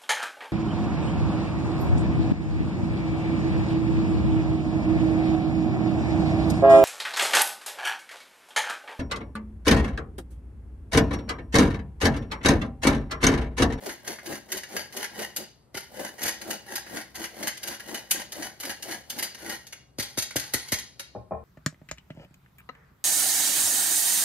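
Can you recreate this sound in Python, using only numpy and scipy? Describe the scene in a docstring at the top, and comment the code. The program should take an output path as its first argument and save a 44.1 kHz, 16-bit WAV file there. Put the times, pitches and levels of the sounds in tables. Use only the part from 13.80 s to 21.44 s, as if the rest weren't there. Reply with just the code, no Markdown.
"""A tin flour sifter is worked over a glass bowl in a small kitchen, about four strokes a second, close to a stereo pair.
Coloured grit noise makes the churning flour and the wire dragging over the mesh; flour stuck under the wire groans.
Loose metal clacks in noise bursts; resonances ring as the can, and short wandering delays stand for bowl and can wall.
Then the sifter is tipped and slapped five times with the palm; two dull knocks follow, built from damped modes.
The kitchen's echoes lie under the direct sound, over a faint, mostly low room hush."""
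import sys
import numpy as np
from scipy import signal
from scipy.fft import rfft, irfft, next_fast_len
from scipy.io import wavfile

SR = 44100
rng = np.random.default_rng(int(sys.argv[2]) if len(sys.argv) > 2 else 0)


def int16_out(signal):
    """Quantize to a 16-bit WAV file."""
    q = np.round(np.clip(np.atleast_2d(signal).T, -1, 1) * 32767)
    wavfile.write(sys.argv[1], SR, q.astype(np.int16))


N = 336924
SIZE = next_fast_len(N + SR // 2, real=True)  # room for the echo tail
TIME, HZ = np.arange(N) / SR, np.fft.rfftfreq(SIZE, 1 / SR)

# Strokes of the wire. Each row: start in seconds, length in seconds, relative flour level in dB,
# relative level of wire on mesh in dB, pitch of the groan at mid-swell in Hz, its glide in octaves a second.
STROKES = [(0.008, .12, -35, -38, 400, -11), (0.243, 0.092, -38.5, -35.5, 380, -12),
           (0.441, 0.12, -34, -38, 344, 0), (0.686, 0.1, -37.5, -37, 378, -1),
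           (0.884, .13, -38, -36, 427.2, 10), (1.126, 0.11, -38, -34.5, 399, 6),
           (1.340, 0.11, -35.5, -35.5, 472.5, 8), (1.553, 0.094, -40.5, -48.5, 370, -16),
           (1.953, 0.032, -36.5, -33, 400, -5.5), (2.129, .15, -36, -37.5, 540, 1),
           (2.38, .12, -37.5, -30.5, 200, -7), (2.604, .15, -36.5, -40, 331, 0),
           (2.861, 0.12, -42, -36, 338, -6.5), (3.072, 0.14, -36.5, -37, 334.4, -4.5),
           (3.342, 0.11, -41, -34.5, 329, -3.5), (3.54, 0.15, -37.5, -35.5, 322.5, 1),
           (3.821, .12, -42.5, -34, 338.7, -10), (4.037, 0.15, -38, -37, 332.5, -0.5),
           (4.297, .12, -41, -36, 307.2, -8), (4.527, 0.14, -38.5, -35.5, 309, 0.5),
           (4.793, .13, -40.5, -36, 308.2, 2), (5.024, 0.13, -37, -35.5, 330, 0),
           (5.293, .16, -40, -39, 301.2, 6.5), (5.577, 0.17, -40, -34.5, 333.4, -0.5)]
# Spectrum of the churned flour. Each row: frequency in Hz, relative level in dB per Hz.
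FLOUR_SPECTRUM = [(40, -30.5), (90, -19.5), (150, -13), (210, 6.5), (270, -4), (335, 3), (410, -3.5),
                  (580, 2.5), (800, -2.5), (960, -8.5), (1200, -15), (2500, -20.5)]
# Spectrum of wire on mesh, before the can rings. Each row: frequency in Hz, relative level in dB per Hz.
MESH_SPECTRUM = [(200, -23), (800, 12.5), (1200, -3), (1600, 8), (2050, 8.5), (2500, 0.5), (3600, -0.5),
                 (4800, 3), (6500, 1), (7800, -11.5), (10000, 3.5), (12800, -3.5), (14500, -14),
                 (16000, -38)]
# Clacks of the mechanism. Each row: time in seconds, relative level in dB,
# weight of the can's body against the treble in dB.
CLACKS = [(0.059, -31, -10.5), (0.091, -31.5, -3.5), (0.275, -26, -11), (0.385, -43, 3.5),
          (0.458, -29, -12.5), (0.523, -33, -5.5), (0.718, -20, -12.5), (0.770, -27.5, -22),
          (0.832, -33, -8), (0.964, -22.5, -6), (1.124, -37, -13), (1.166, -24, -14), (1.241, -25.5, -7),
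          (1.39, -30, -8), (1.418, -31, -11), (1.562, -20, -16.5), (1.944, -29.5, -8), (1.97, -28, -16.5),
          (2.417, -25.5, -8), (2.429, -22, -18), (2.459, -20.5, -12), (2.479, -19, -10),
          (2.613, -29.5, -8.5), (2.704, -21, -9.5), (2.955, -21, -13.5), (3.063, -43, 0.5),
          (3.168, -28.5, -6), (3.353, -29, -15.5), (3.44, -27, -5.5), (3.627, -26, -8.5),
          (3.671, -18, -9.5), (3.771, -33, -15), (3.83, -26, -14), (3.873, -23.5, -14.5), (3.996, -33, -9),
          (4.143, -24, -10.5), (4.309, -13.5, -17.5), (4.52, -27.5, -16.5), (4.622, -29.5, -7.5),
          (4.8, -25, -17), (4.828, -28, -6.5), (4.851, -26, -15), (4.894, -26.5, -8), (5.023, -26, -17),
          (5.11, -26, -13), (5.298, -24.5, -20), (5.386, -20, -11.5), (5.425, -19.5, -11),
          (5.439, -28.5, -16), (5.545, -34.5, -9), (5.694, -25.5, -11.5), (5.867, -35, -18),
          (5.924, -33, -8), (6.184, -27.5, -14), (6.196, -22.5, -10), (6.224, -25.5, -15.5),
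          (6.373, -22, -10), (6.385, -20, -16.5), (6.421, -21.5, -15.5), (6.507, -34.5, -4.5),
          (6.558, -18, -10.5), (6.595, -26.5, -22), (6.736, -15, -11), (6.883, -31.5, -12.5),
          (6.920, -15.5, -9), (6.936, -25.5, -14.5), (6.985, -27, -15), (7.194, -27.5, -9)]
# Spectrum of a clack's treble. Each row: frequency in Hz, relative level in dB per Hz.
CLACK_TOP_SPECTRUM = [(1200, -18.5), (2700, -0.5), (3600, 1.5), (4700, 6), (6500, 3.5), (7800, -8.5),
                      (10000, 3.5), (12700, -3), (14500, -14.5), (16000, -27.5)]
# Spectrum of a clack's body. Each row: frequency in Hz, relative level in dB per Hz.
CLACK_BODY_SPECTRUM = [(60, -16.5), (200, -5), (600, 0.5), (1150, -4), (1600, 4.5), (2100, 8), (2700, -4),
                       (4000, -37)]
# Bright edge of a hard clack. Each row: frequency in Hz, relative level in dB per Hz.
SIZZLE_SPECTRUM = [(3000, -40), (7000, -8), (10000, 2.5), (12500, 3.5), (14500, -2.5), (16000, -18.5)]
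# Modes of the can. Each row: frequency in Hz, width in Hz, gain in dB when upright, gain in dB when tipped,
# both gains before the grip shifts them.
CAN_MODES = [(1447, 48, 2.5, -5), (1640, 123, 4.5, -18), (1885, 60, 4, 1), (2180, 16, -12, 6),
             (2854, 31, 10, -6), (2983, 90, 7.5, 0), (3255, 21, -10, 11.5), (3830, 91, -7.5, 4),
             (4295, 40, 5, 9.5), (4760, 32, 5.5, 3), (4920, 31, -6.5, 8.5), (6500, 650, 3, 4),
             (8060, 35, -20.5, 9.5), (10290, 5.3, -17.5, 7.5), (12100, 240, -6.5, -7),
             (12900, 150, 2.5, -5)]
# The hand slaps or jolts the can. Each row: time in seconds, relative level in dB, factor on the thud's pitch,
# relative level of the wire shaken against the mesh in dB.
SLAPS = [(1.945, -34, 1.1, -48), (6.185, -27, 0.95, -31.5), (6.375, -26.5, 0.98, -39.5),
         (6.557, -23, 1.11, -27), (6.740, -26, 0.96, -30.5), (6.922, -23.5, 0.83, -37)]
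# Modes that a slap pushes. Each row: frequency in Hz before the pitch factor, relative level in dB,
# t60 in seconds, delay in seconds.
THUD_MODES = [(565, 5.5, 0.011, 0.00042), (376, 5.5, 0.013, 0.0012), (254, -1, 0.034, 0.0033),
              (111, -4.5, 0.049, 0.0066)]
# Dull knocks nearby. Each row: time in seconds, relative level in dB,
# frequency in Hz above which the soft contact passes little.
KNOCKS = [(7.350, -27, 950), (7.360, -27, 900), (7.509, -24.5, 1190), (7.520, -22.5, 1500),
          (7.534, -29.5, 1800), (7.552, -43, 1500)]
# Modes that the knocks ring with. Each row: frequency in Hz before a small random shift, relative level in dB,
# t60 in seconds, delay in seconds.
WOOD_MODES = [(74, -22, 0.36, 0.012), (121, -14, 0.214, 0.0084), (200, -7, 0.034, 0.0048),
              (465, -8.5, 0.1, 0.00079), (560, -3.5, 0.021, 0.00023), (639, -2, 0.053, 0.00034),
              (715, -5.5, 0.04, 0.00028), (832, -9.5, 0.043, 0.0006), (1070, -16, 0.2, 0.00077),
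              (1247, -28, 0.037, 0.00042), (1830, -26, 0.073, .0004), (2420, -23, .06, 0.00039)]
# Decay of the kitchen. Each row: frequency in Hz, t60 in seconds.
KITCHEN_DECAY = [(100, 0.47), (500, 0.31), (1500, 0.35), (4500, 0.46), (10000, 0.21), (15000, 0.14)]
# Spectrum of the room hush. Each row: frequency in Hz, relative level in dB per Hz.
HUSH_SPECTRUM = [(30, -8.5), (50, -8), (66, 5), (98, -7.5), (120, 3), (170, -5), (250, -8), (550, -13),
                 (1000, -20.5), (3000, -34.5), (13000, -39.5), (16000, -62.5)]
# Width of the microphone pair. Each row: frequency in Hz, gain of the side signal in dB.
WIDTH = [(60, -11.5), (200, -12), (400, -6), (800, -3), (1150, -0.5), (1900, -5), (3500, -2), (6500, -7.5),
         (8500, 1.5), (10400, -7), (12000, -26.5), (14000, -19.5)]
# Balance of the microphone pair. Each row: frequency in Hz, left minus right in dB.
LEAN = [(60, 2), (120, 5), (240, 5), (480, 3), (950, -0.5), (1890, 1.5), (3770, 1.5), (7520, 0.5),
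        (15000, -0.5)]
# Phase between the microphones. Each row: frequency in Hz, lag of the left behind the right in radians.
LAG = [(0, 0), (700, 0.5), (1050, -.3), (1900, -.2), (2400, .7), (4000, 1.2), (5300, 2.3), (7700, 2.3),
       (9600, 1.0), (10800, .15), (13000, 0)]

CRUNCH_AT = 0.59  # where the flour resists most, as a share of the stroke


def flour(crunch_width=0.26):
    """Packed flour gives way in soft crunches that swell and fade with each stroke."""
    t = np.arange(-SR // 4, SR // 4) / SR
    push = np.zeros(N)
    for start, length, flour_db, _, _, _ in STROKES:
        swell = 1 / np.cosh(t / (crunch_width * length))
        add(push, start + CRUNCH_AT * length + t[0], amp(flour_db) * swell)
    crunches = grit(per_s=600, life_s=0.0022, spread_db=3.5) * push
    return colour(crunches, FLOUR_SPECTRUM) * amp(-3.5)


def groans(stroke_share=0.19, width_hz=45, share_db=-4.0):
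    """Flour sticks and slips under the wire in mid-stroke: a short, hoarse, gliding note."""
    t = np.arange(-SR // 10, SR // 10) / SR
    smoothing = np.exp(-np.pi * width_hz / SR)
    out = np.zeros((2, N))
    for start, length, flour_db, _, hz, glide in STROKES:
        swell = np.exp(-0.5 * (t / (stroke_share * length)) ** 2)
        noise = rng.standard_normal((2, len(t), 2)) @ [1, 1j]
        waver = signal.lfilter([1], [1, -smoothing], noise)  # slow noise makes the note hoarse
        phase = 2 * np.pi * np.cumsum(hz * 2 ** (glide * t)) / SR
        note = (waver * np.exp(1j * phase)).real * swell
        for channel, voice in zip(out, note):
            voice = voice * np.linalg.norm(swell) / np.linalg.norm(voice)
            add(channel, start + CRUNCH_AT * length + t[0], amp(flour_db + share_db) * voice)
    return out


def scrape():
    """The wire ticks over the threads of the mesh and now and then snags on one."""
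    threads = grit(per_s=1400, life_s=0.0015, spread_db=0.5) * amp(-9.0)
    snags = grit(per_s=80, life_s=0.0018, spread_db=2.5) * amp(-11.0)
    return colour((threads + snags) * drag(), MESH_SPECTRUM)


def drag():
    """How hard the wire rubs the mesh: driven by each stroke, shaken by slaps, nudged by clacks."""
    bite_s, bite_db = 0.0027, -11  # it bites softly,
    pressed_at, run_out_s = 0.89, 0.014  # presses harder up to a share of the stroke, holds, runs out
    return_db, return_s = -12.5, 0.091  # and slides back lightly
    shake_s, nudge_db, nudge_s = 0.065, -23.5, 0.041
    t = np.arange(SR // 2) / SR
    bite = 1 - np.exp(-t / bite_s)
    power = np.zeros(N)
    for start, length, _, wire_db, _, _ in STROKES:
        press = amp(bite_db * np.maximum(1 - t / (pressed_at * length), 0))
        after = np.maximum(t - length, 0)
        release = np.exp(-after / run_out_s) + amp(return_db) * np.exp(-after / return_s)
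        add(power, start, (amp(wire_db) * bite * press * release) ** 2)
    for s, _, _, shake_db in SLAPS:
        add(power, s, (amp(shake_db) * bite * np.exp(-t / shake_s)) ** 2)
    for s, db, _ in CLACKS:
        add(power, s, (amp(db + nudge_db) * bite * np.exp(-t / nudge_s)) ** 2)
    return np.sqrt(power)


def grit(per_s, life_s, spread_db):
    """Overlapping tiny slips of uneven size, as two unrelated signals (mid, side) of power 1."""
    size = amp(spread_db * np.minimum(rng.exponential(1, N), 4)) ** 2
    slips = size * (rng.random(N) < per_s / SR)
    power = signal.lfilter([1], [1, -np.exp(-1 / (life_s * SR))], slips)
    return np.sqrt(power / power.mean()) * rng.standard_normal((2, N))


def clacks(rise_s=0.00089, settle_s=0.0071, rattle_db=-20, rattle_s=0.015, hardness=0.69):
    """Loose metal chatters for a moment, then settles with a faint rattle; a faint soft swell lies around each clack."""
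    chatter_s, swell_db, swell_s = 0.0092, -20, 0.005
    t = np.arange(-SR // 40, SR // 5) / SR
    age = np.maximum(t, 0)
    chatter = np.exp(-np.maximum(t - chatter_s, 0) / settle_s)
    rattle = amp(rattle_db) * np.exp(-age / rattle_s)
    swell = amp(swell_db) * np.exp(-abs(t) / swell_s)  # rises before and fades after the clack
    shape = (chatter + rattle) * (1 - np.exp(-age / rise_s)) + swell
    top, body, sizzle = np.zeros((3, N))
    for s, db, body_db in CLACKS:
        sizzle_db = db + hardness * (db - body_db)  # hard, light contacts are the brightest
        add(top, s + t[0], amp(db) * shape)
        add(body, s + t[0], amp(db + body_db) * shape)
        add(sizzle, s + t[0], amp(sizzle_db) * shape)
    contacts = grit(per_s=2400, life_s=0.0012, spread_db=3.0)
    fine_contacts = grit(per_s=2300, life_s=0.0006, spread_db=-1.0)
    bright = colour(fine_contacts * sizzle, SIZZLE_SPECTRUM) * amp(-10.5)
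    treble = colour(contacts * top, CLACK_TOP_SPECTRUM) * amp(-12.5)
    return bright + treble + colour(contacts * body, CLACK_BODY_SPECTRUM) * amp(-5.5)


def can(x, grip_db=3, shifts_per_s=7, tipped_s=6.1):
    """The tin rings; the shifting grip favours now one mode, now another, and tipping frees others."""
    out = x.copy()
    for hz, width, upright_db, tipped_db in CAN_MODES:
        grips = amp(grip_db * rng.uniform(-2, 1, 100))
        grip = np.interp(TIME * shifts_per_s, np.arange(100), grips)
        gain = np.where(TIME > tipped_s, amp(tipped_db), amp(upright_db))
        out += signal.lfilter(*signal.iirpeak(hz, hz / width, fs=SR), x * grip * gain)
    return out


def bowl(x, echo=0.35, wander=0.12):
    """Bowl and can wall return close echoes whose paths change with the hand: a shifting metallic colour."""
    out = x.copy()
    for delay_s in (0.0009, 0.0021, 0.0037):
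        drift = np.interp(TIME, np.linspace(0, TIME[-1], num=32), rng.standard_normal(32))
        late = np.arange(N) - np.round(delay_s * (1 + wander * drift) * SR).astype(int)
        out += echo * x[:, np.clip(late, 0, N - 1)]
    return out / np.sqrt(1 + 3 * echo ** 2)


def slaps():
    """The hand thuds against the side of the can, pushing a few short low modes."""
    out = np.zeros(N)
    for s, db, pitch, _ in SLAPS:
        add(out, s, amp(db) * blow(THUD_MODES, pitch, rise_s=0.00094))
    return out * amp([[3], [-16]])  # mid, side


def knocks(scuff_db=-12, scuff_s=0.0088):
    """Something wooden bumps twice, bounces and scuffs; the second bump is harder."""
    t = np.arange(SR // 2) / SR
    band = signal.butter(3, [350, 1100], "bandpass", fs=SR)
    out = np.zeros(N)
    for s, db, soft_hz in KNOCKS:
        scuff = signal.lfilter(*band, rng.standard_normal(len(t)))
        scuff *= amp(scuff_db) * np.exp(-t / scuff_s) / scuff.std()
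        ring = blow(WOOD_MODES, rng.uniform(0.94, 1.03), rise_s=0.0013)
        soft_contact = signal.butter(2, soft_hz, fs=SR)
        add(out, s, amp(db) * signal.lfilter(*soft_contact, ring + scuff))
    return out


def blow(modes, pitch, rise_s):
    """Damped modes of one soft blow, each after its own delay; the lowest start late."""
    t = np.arange(SR // 2) / SR
    out = np.zeros(len(t))
    for hz, db, t60, delay in modes:
        age = np.maximum(t - delay, 0)
        envelope = (1 - np.exp(-age / rise_s)) * np.exp(-np.log(1000) * age / t60)
        out += amp(db) * envelope * np.sin(2 * np.pi * hz * pitch * age)
    return out


def kitchen(x, sway_per_s=0.9):
    """Three echo patterns trade places, as the sifter sways over the bowl."""
    turn = 2 * np.pi * sway_per_s * TIME
    echoes = sum(through(x * np.cos(turn + k * np.pi / 3), reflections()) for k in range(3))
    return echoes * np.sqrt(2 / 3)  # keeps the power steady through the sway


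def reflections(gap_s=0.006):
    """Dense echoes from counter, wall and cupboards, each band dying at its own speed."""
    taps = rng.standard_normal((2, SR // 2))
    hz, t, bands = signal.stft(taps, SR, nperseg=256)
    decay = np.exp(-np.log(1000) * t / read(KITCHEN_DECAY, hz)[:, None])
    tail = signal.istft(bands * decay, SR, nperseg=256)[1]
    tail *= np.arange(tail.shape[1]) > gap_s * SR  # silent until the first echo
    return rfft(tail / np.linalg.norm(tail[0]), SIZE)


def room_hush():
    """Steady coloured noise behind everything, strongest in the bass."""
    return amp(-60.5) * colour(rng.standard_normal((2, N)), HUSH_SPECTRUM)


def amp(db):
    """Decibels to gain."""
    return 10 ** (np.asarray(db) / 20)


def read(points, hz):
    """A table read on a log-frequency axis."""
    f, value = np.transpose(points)
    return np.interp(np.log(hz + 1), np.log(f + 1), value)


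def add(mix, s, sound):
    """Adds a sound that starts at time s, trimmed to the length of the mix."""
    start = round(s * SR)
    sound = sound[max(-start, 0):]
    part = mix[max(start, 0):][:len(sound)]
    part += sound[:len(part)]


def through(x, response):
    """Applies a frequency response."""
    return irfft(rfft(x, SIZE) * response, SIZE)[..., :N]


def colour(x, spectrum):
    """A causal (minimum-phase) filter that keeps the power of white noise."""
    gain = amp(read(spectrum, HZ))
    cepstrum = irfft(np.log(gain / np.sqrt(np.mean(gain ** 2))), SIZE)
    cepstrum[1:SIZE // 2] *= 2  # folding the cepstrum gives minimum phase
    cepstrum[SIZE // 2 + 1:] = 0
    return through(x, np.exp(rfft(cepstrum)))


def scene():
    """All sources as mid and side, then spread to the two microphones."""
    rubbing = bowl(can(scrape())) + flour() + groans()
    metal = bowl(can(clacks()), echo=0.23)
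    thuds, bumps = slaps(), knocks()
    sent_to_room = amp(-12) * rubbing + amp(-8) * metal + amp(-13.0) * thuds[0] + amp(-6.0) * bumps
    mid, side = rubbing + metal + thuds + kitchen(sent_to_room) + room_hush()
    mid = mid + bumps  # the direct knocks have no side signal
    side = through(side, amp(read(WIDTH, HZ)))
    lean = amp(read(LEAN, HZ) / 2) * np.exp(-0.5j * read(LAG, HZ))  # half to each microphone
    return np.array([through(mid + side, lean), through(mid - side, 1 / lean)])


def record(dry, bass_cut_hz=47, edge_hz=15700):
    """The microphones' bass cut and the recorder's band limit."""
    bass_cut = signal.butter(4, bass_cut_hz, "high", fs=SR, output="sos")
    band_limit = signal.firwin(511, edge_hz, window=("kaiser", 9), fs=SR)
    return signal.oaconvolve(signal.sosfilt(bass_cut, dry), band_limit[None], "same")


dry = scene()
out = record(dry)
int16_out(out)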